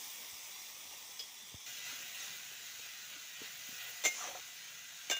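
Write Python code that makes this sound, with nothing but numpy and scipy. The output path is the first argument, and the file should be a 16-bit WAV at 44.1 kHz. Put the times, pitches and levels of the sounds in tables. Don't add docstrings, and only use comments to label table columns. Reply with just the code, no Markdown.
import sys
import numpy as np
from scipy import signal
from scipy.fft import rfft, irfft, next_fast_len
from scipy.io import wavfile
from scipy.ndimage import uniform_filter1d

SR = 44100
rng = np.random.default_rng(int(sys.argv[2]) if len(sys.argv) > 2 else 0)


def materialize(psi):
    bounded = np.clip(np.atleast_2d(psi).T, -1, 1)
    quanta = np.round(bounded * 32767).astype(np.int16)
    wavfile.write(sys.argv[1], SR, quanta)


def level_to_linear(level):
    exponent = np.asarray(level, float) / 20
    return 10 ** exponent


N = 228879
CUT_S = 1.662


def evened(x):
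    return x / np.sqrt(np.mean(x ** 2) + 1e-20)


def read(points, hz):
    f, value = np.transpose(points)
    return np.interp(np.log(hz + 1), np.log(f + 1), value, -120, -120)


def add(mix, s, sound):
    part = mix[round(s * SR):][:len(sound)]
    part += sound[:len(part)]


def colour(x, points):
    size = next_fast_len(len(x))
    gain = level_to_linear(read(points, np.fft.rfftfreq(size, 1 / SR)))
    return evened(irfft(rfft(x, size) * gain, size)[:len(x)])


def resonate(x, hz, width):
    turn = np.exp(2j * np.pi * np.cumsum(hz * np.ones(len(x))) / SR)
    r = np.exp(-np.pi * width / SR)
    return 2 * (turn * signal.lfilter([1 - r], [1, -r], x / turn)).real


def drift(x, size, wide, long, depth_db, shared_db):
    overlap = size * 3 // 4
    z = signal.stft(x, nperseg=size, noverlap=overlap)[2]
    patches = uniform_filter1d(rng.standard_normal(z.shape), wide, 0)
    patches = evened(uniform_filter1d(patches, long, 1))
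    flicker = evened(uniform_filter1d(rng.standard_normal(z.shape[1]), size=12))
    z = z * level_to_linear(depth_db * patches + shared_db * flicker)
    return signal.istft(z, nperseg=size, noverlap=overlap)[1][:N]


def bubbles(spread_db, hiss, patchy_db, flicker_db, whistle_db):
    bursts_per_s = 3000
    size = level_to_linear(spread_db * np.minimum(rng.exponential(1, N), 5)) * rng.choice([-1., 1.], N)
    crackle = evened(size * (rng.random(N) < bursts_per_s / SR)) + hiss * rng.standard_normal(N)
    patchy = drift(crackle, 256, 3, 30, patchy_db, flicker_db)
    return drift(patchy, 1024, 2, 10, whistle_db, 0)


def follow(t, near):
    # top of the swell in seconds, swell in dB,
    # length in seconds, depth from -1 (skim) to 1 (deep).
    stirs = [(0.933, 2, 0.056, 0.039), (0.634, 0.5, 0.15, -0.23), (1.675, 3, 0.096, -0.091),
             (1.917, 3.5, 0.31, 0.046), (2.245, 3, 0.27, -0.029), (3.143, 1.5, 0.12, 0.56),
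             (3.44, 4, 0.13, 0.22), (3.6, 0, 0.11, -.3), (3.838, 1, 0.22, 0.82), (4.192, 4, 0.37, -0.24),
             (4.272, 1.5, 0.2, 0.75), (4.425, 0.5, .12, 0.23)]
    # time in seconds, boil in dB.
    boil_far = [
        (0, 4.5),
        (.5, 1),
        (1.18, -1),
        (1.27, -2.5),
        (1.66, -5),
    ]
    # time in seconds, boil in dB.
    boil_near = [
        (1.66, 0.5),
        (1.85, 2),
        (2.3, 1.5),
        (2.5, -0.5),
        (2.85, 0.3),
        (3.3, -2),
        (3.8, 2),
        (4.1, 0.5),
        (4.8, -3.5),
        (5.19, -1.5),
    ]
    # far level in dB, near level in dB, then dB per dB of boil, of swell and of deep swell.
    body, bright, mist = (-56, -51.5, 0.59, 0.74, 1.2), (-55, -55, 0.46, 1.05, -2.3), (-57.5, -57, 1.32, -0.07, 0)
    low, fire = (-67.5, -68.5, 0.55, 1.6, -0.5), (-66.5, -68, .1, 0.4, 3.5)
    s, swell_db, length, depth = np.transpose(stirs)[:, :, None]
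    bump = swell_db * np.cos(np.pi * np.clip((t - s) / length, -.5, .5)) ** 2
    bump = bump * np.where(s > CUT_S, near, 1 - near)
    early, late = (np.interp(t, *np.transpose(boil)) for boil in (boil_far, boil_near))
    drives = np.where(t > CUT_S, late, early), bump.sum(0), (depth * bump).sum(0)
    return [far_db + near * (near_db - far_db) + np.dot(shares, drives)
            for far_db, near_db, *shares in (body, bright, mist, low, fire)]


def fizz(burst, near, body_db, bright_db):
    # frequency in Hz, level in dB per Hz.
    far_colour = [(710, -1), (1200, 1.5), (1410, -5.5), (1680, -2.5), (1860, 3), (2240, 5.5), (3080, 4.5),
                  (3440, 6), (4010, 6), (4320, -5), (5030, -19), (5850, -16), (6320, -19), (8200, -26),
                  (9000, -31), (11700, -44.5), (19800, -120)]
    # frequency in Hz, level in dB per Hz.
    near_colour = [(710, -19), (1200, -14), (1440, -5.5), (1740, -7), (1970, -9.5), (2240, -4.5),
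                   (2380, -2.5), (2760, -5.5), (3080, -3), (3810, -2.5), (5070, -9), (6370, -3), (7050, -5),
                   (8270, -21.5), (9000, -23), (11700, -30.5), (19800, -120)]
    # frequency in Hz, width in Hz, level in dB.
    hum = [(715, 19, -8), (1466, 8.4, -5), (1624, 11, -4.5), (1895, 3.6, 3), (2000, 29, 5.5),
           (2040, 41, -2), (2413, 14, -2.5), (2530, 53, 0.5), (2710, 21, 3), (2856, 72, 3.5),
           (3250, 16, -5), (3340, 21, -14), (3780, 19, -3), (6130, 40, -14), (6020, 14, -10)]
    wall = evened(sum(level_to_linear(db) * evened(resonate(burst, hz, width)) for hz, width, db in hum))
    out = np.zeros(N)
    for share, shape, wall_db in (1 - near, far_colour, -19), (near, near_colour, -7.5):
        both = colour(burst, shape) + level_to_linear(wall_db) * wall
        body = signal.oaconvolve(both, signal.firwin(101, 4800, fs=SR), "same")
        out += share * (level_to_linear(body_db) * evened(body) + level_to_linear(bright_db + 1.02) * evened(both - body))
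    return out


def fire_and_room(near, wash_db, fire_db):
    # frequency in Hz, level in dB per Hz.
    wash_far = [(24, -56), (40, -17), (135, -9.5), (253, -10), (294, -11), (494, -8), (627, -7), (717, -7),
                (1040, -5), (1400, -15.5), (1820, -58), (3080, -120)]
    # frequency in Hz, level in dB per Hz.
    wash_near = [(24, -57), (40, -22), (124, -6.5), (285, -11), (321, -19), (432, -11), (706, -8.5),
                 (772, -11), (1100, -14), (1400, -8), (1820, -35), (3080, -120)]
    fire = bubbles(spread_db=2.5, hiss=1.5, patchy_db=1.2, flicker_db=.5, whistle_db=2.6)
    wash = (1 - near) * colour(fire, wash_far) + near * colour(fire, wash_near)
    flames = signal.sosfiltfilt(signal.butter(2, 250, fs=SR, output="sos"), wash)
    return level_to_linear(wash_db) * (wash - flames) + level_to_linear(fire_db) * flames


def bowl_echo(burst, t):
    turn_s, turn_length_s = 1.31, .14
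    echo_db = -69 + 8 * np.clip((t - turn_s) / turn_length_s, 0, 1)
    return level_to_linear(echo_db) * evened(resonate(resonate(burst, 3450, 610), 3450, 610))


def frying():
    # frequency in Hz, level in dB per Hz.
    spray_colour = [(4700, -17), (8000, -12), (10500, -10), (13400, -9.5), (13950, -5), (14500, 2),
                    (14950, 4.5), (15700, 2.5)]
    t = np.arange(N) / SR
    near = np.clip((t - CUT_S) / .002, 0, 1)
    body_db, bright_db, spray_db, wash_db, fire_db = follow(t, near)
    burst = bubbles(spread_db=0.0, hiss=1.0, patchy_db=0.16, flicker_db=-0.2, whistle_db=2.5)
    fine = bubbles(spread_db=-7, hiss=0.99, patchy_db=0.5, flicker_db=3.5, whistle_db=-1.5)
    out = fizz(burst, near, body_db, bright_db) + fire_and_room(near, wash_db, fire_db)
    out += level_to_linear(spray_db) * colour(burst + 0.62 * fine, spray_colour)
    return out + (1 - near) * bowl_echo(burst, t)


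def knock(peak_db, hz, t60):
    t = np.arange(6000) / SR
    puff = resonate(rng.standard_normal(len(t)), 1.8 * hz, 0.91 * hz)
    puff = evened(resonate(puff, 1.8 * hz, 0.91 * hz)) * level_to_linear(-60 * t / 0.036)
    sag = np.clip((100 / hz) ** 2, 0, .55)
    turns = np.cumsum(hz * (1 - sag * np.tanh(t / 0.033))) / SR
    swing = level_to_linear(-60 * t / t60) * np.sin(2 * np.pi * (turns - .08))
    tap = (100 / hz) ** 2 * 0.75 * np.exp(-((t - .0005) / .0004) ** 2)
    return level_to_linear(peak_db) * ((swing + 0.34 * puff) * np.minimum(t / 0.0032, 1) - tap)


def ring(modes, t, spot_db, split):
    hz, db, t60 = np.transpose(modes)[:, :, None]
    phase, spot, twin = rng.random((3, len(hz), 1))
    twin_hz = hz * (1 + .012 * (twin + .3))
    pair = np.sin(2 * np.pi * (hz * t + phase))
    pair = pair + split * hz / 6000 * np.sin(2 * np.pi * (twin_hz * t + twin))
    return (level_to_linear(db + spot_db * spot - 60 * t / t60) * pair).sum(0)


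def strikes(contacts, striker, vessel, crack_db, crack_t60, treble_db):
    # frequency in Hz, level in dB per Hz.
    crack_colour = [(150, -40), (460, -10), (1400, -15), (2200, -5), (3500, -7), (5000, -10), (6200, -4),
                    (7600, -8), (8600, -19), (11500, -17), (13900, -19), (14800, -8), (15600, -8)]
    t, out = np.arange(12000) / SR, np.zeros(N)
    lowpass = signal.firwin(63, 4800, fs=SR)
    for s, striker_db, vessel_db, thud_db in contacts:
        crack = colour(rng.standard_normal(len(t)), crack_colour) * level_to_linear(crack_db - 60 * t / crack_t60)
        thud = evened(resonate(resonate(rng.standard_normal(len(t)), 500, 520), 500, 520))
        thud = thud * level_to_linear(thud_db - 60 * t / 0.066)
        blade = ring(striker, t, spot_db=7, split=.8) + crack
        dull = signal.oaconvolve(blade, lowpass, "same")
        blade = dull + level_to_linear(treble_db) * (blade - dull)
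        sound = level_to_linear(striker_db) * blade + level_to_linear(vessel_db) * ring(vessel, t, spot_db=3, split=.7) + thud
        add(out, s, sound * np.minimum(t / .0015, 1))
    return out


def bangle_ticks():
    # time in seconds, bangle, bowl and thud levels in dB.
    ticks = [
        (1.1925, -47, -49, -63),
        (1.199, -49, -53, -61),
        (1.208, -50, -57, -64),
        (1.224, -55, -52, -66),
        (1.236, -57, -62, -68),
    ]
    # mode in Hz, level in dB, t60 in seconds.
    bowl_modes = [(3009, -13, .09), (3332, -4, .1), (3688, -13, .08), (4400, -6, .05), (4990, 1, .06),
                  (5394, -10, .1), (5755, -11, .06), (6300, -15, .06), (7267, -17, .05)]
    return strikes(ticks, bowl_modes, bowl_modes, crack_db=1.5, crack_t60=.05, treble_db=1.5)


def spatula_strikes():
    # time in seconds, blade, pan and thud levels in dB.
    clinks = [
        (4.0378, -37, -46, -46),
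        (4.043, -36, -48, -48),
        (4.0497, -30, -33, -42),
        (4.0555, -28, -42, -38),
        (4.060, -32, -48, -46),
        (4.065, -35, -38, -48),
        (4.071, -36, -46, -52),
        (4.077, -36, -44, -54),
        (4.085, -39, -50, -56),
    ]
    # time in seconds, blade, pan and thud levels in dB.
    clanks = [
        (5.098, -31, -48, -39),
        (5.107, -32, -48, -44),
        (5.1115, -31, -37, -39),
        (5.117, -33, -51, -42),
        (5.129, -36, -54, -48),
        (5.165, -41, -56, -56),
    ]
    # mode in Hz, level in dB, t60 in seconds.
    blade_modes = [(1250, -17, .05), (2260, -9, .06), (3540, -12, .05), (4100, -13, .035), (5300, -15, .05),
                   (5750, -14, .05), (6085, -7, .07), (6300, -11, .08), (6550, -13, .06), (6880, -9, .07),
                   (7300, -11, .05), (7470, -10, .04), (9800, -27, .05)]
    edge_modes = [(727, -13, .12), (1560, -13, .1), (2040, -10, .12), (2126, 2.5, .18), (2170, -11, .13),
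                  (2500, -12, .12), (2840, -11, .35), (3540, -12, .12), (5275, -17, .15), (6150, -7, .13),
                  (6880, -10, .1)]
    wall_modes = [(674, -8, .12), (1130, -13, .2), (1583, -4, .3), (1820, -13, .15), (2126, -5, .15),
                  (2396, -11, .18), (2837, 0, .45), (3542, -1, .24), (5270, -11, .22), (5706, -13, .1),
                  (6110, -8, .18), (6896, -10, .13), (7305, -8, .1)]
    out = strikes(clinks, blade_modes, edge_modes, crack_db=-2.5, crack_t60=.07, treble_db=-1.5)
    return out + strikes(clanks, blade_modes, wall_modes, crack_db=-2.5, crack_t60=.07, treble_db=-4.5)


def scrape():
    # time in seconds, pressure in dB, hollow band in Hz.
    drag = [
        (4.13, -64, 645),
        (4.21, -51.5, 1080),
        (4.26, -50, 920),
        (4.3, -53, 730),
        (4.34, -56.5, 700),
        (4.41, -64, 700),
    ]
    lift_s, lift_db_per_s = 4.29, 110
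    s, *columns = np.transpose(drag)
    t = np.arange(s[0], s[-1], 1 / SR)
    level_db, hz = (np.interp(t, s, c) for c in columns)
    squeak_db = -50.5 - lift_db_per_s * np.maximum(t - lift_s, 0)
    unevenness = evened(uniform_filter1d(rng.standard_normal(len(t)), 300))
    slips = rng.standard_normal(len(t)) * level_to_linear(2.5 * unevenness)
    hollow = evened(resonate(resonate(slips, hz, 960), hz, 960))
    squeak = evened(resonate(resonate(slips, 6000, 900), 6100, 900))
    sound = level_to_linear(level_db) * hollow + level_to_linear(squeak_db) * squeak
    return s[0], sound * signal.windows.tukey(len(t), .1)


def scene():
    # time in seconds, peak in dB, pitch in Hz, t60 in seconds.
    knocks = [(.328, -56, 95, 0.067), (.934, -58.5, 557, 0.094), (1.5432, -40, 105, 0.055),
              (1.829, -65, 200, 0.046), (1.928, -50.5, 266, 0.049), (2.24, -58, 603, 0.084),
              (2.515, -51.5, 410, 0.028), (2.792, -53, 474, 0.041), (3.161, -56, 306, 0.089),
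              (3.4155, -39.5, 283, 0.029), (3.688, -50, 234, 0.059), (3.725, -48, 240, 0.025),
              (4.203, -45, 720, 0.054), (4.211, -44, 1340, 0.03), (4.22, -41.5, 1177, 0.1),
              (4.253, -50, 1200, .05), (4.241, -40, 760, .03), (4.249, -43, 735, 0.066),
              (4.283, -42, 567, 0.088), (4.29, -51, 720, 0.027), (4.312, -44, 725, 0.069),
              (4.348, -41, 538, 0.052), (4.352, -39.5, 734, 0.082), (3.417, -51, 450, 0.061),
              (3.69, -55, 420, .035)]
    mix = frying()
    steel = bangle_ticks() + spatula_strikes()
    add(steel, *scrape())
    mix += signal.sosfilt(signal.butter(4, 240, "highpass", fs=SR, output="sos"), steel)
    for s, *row in knocks:
        add(mix, s, knock(*row))
    return np.array([mix, mix])


def band_limit(x):
    return signal.sosfilt(signal.butter(12, 16880, fs=SR, output="sos"), x)


def record(dry):
    thin = signal.sosfilt(signal.butter(2, 50, "highpass", fs=SR, output="sos"), dry)
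    edge = signal.firwin(1023, 15590, window=("kaiser", 9), fs=SR)
    return band_limit(signal.oaconvolve(thin, edge[None], "same"))


dry = scene()
out = record(dry)
materialize(out)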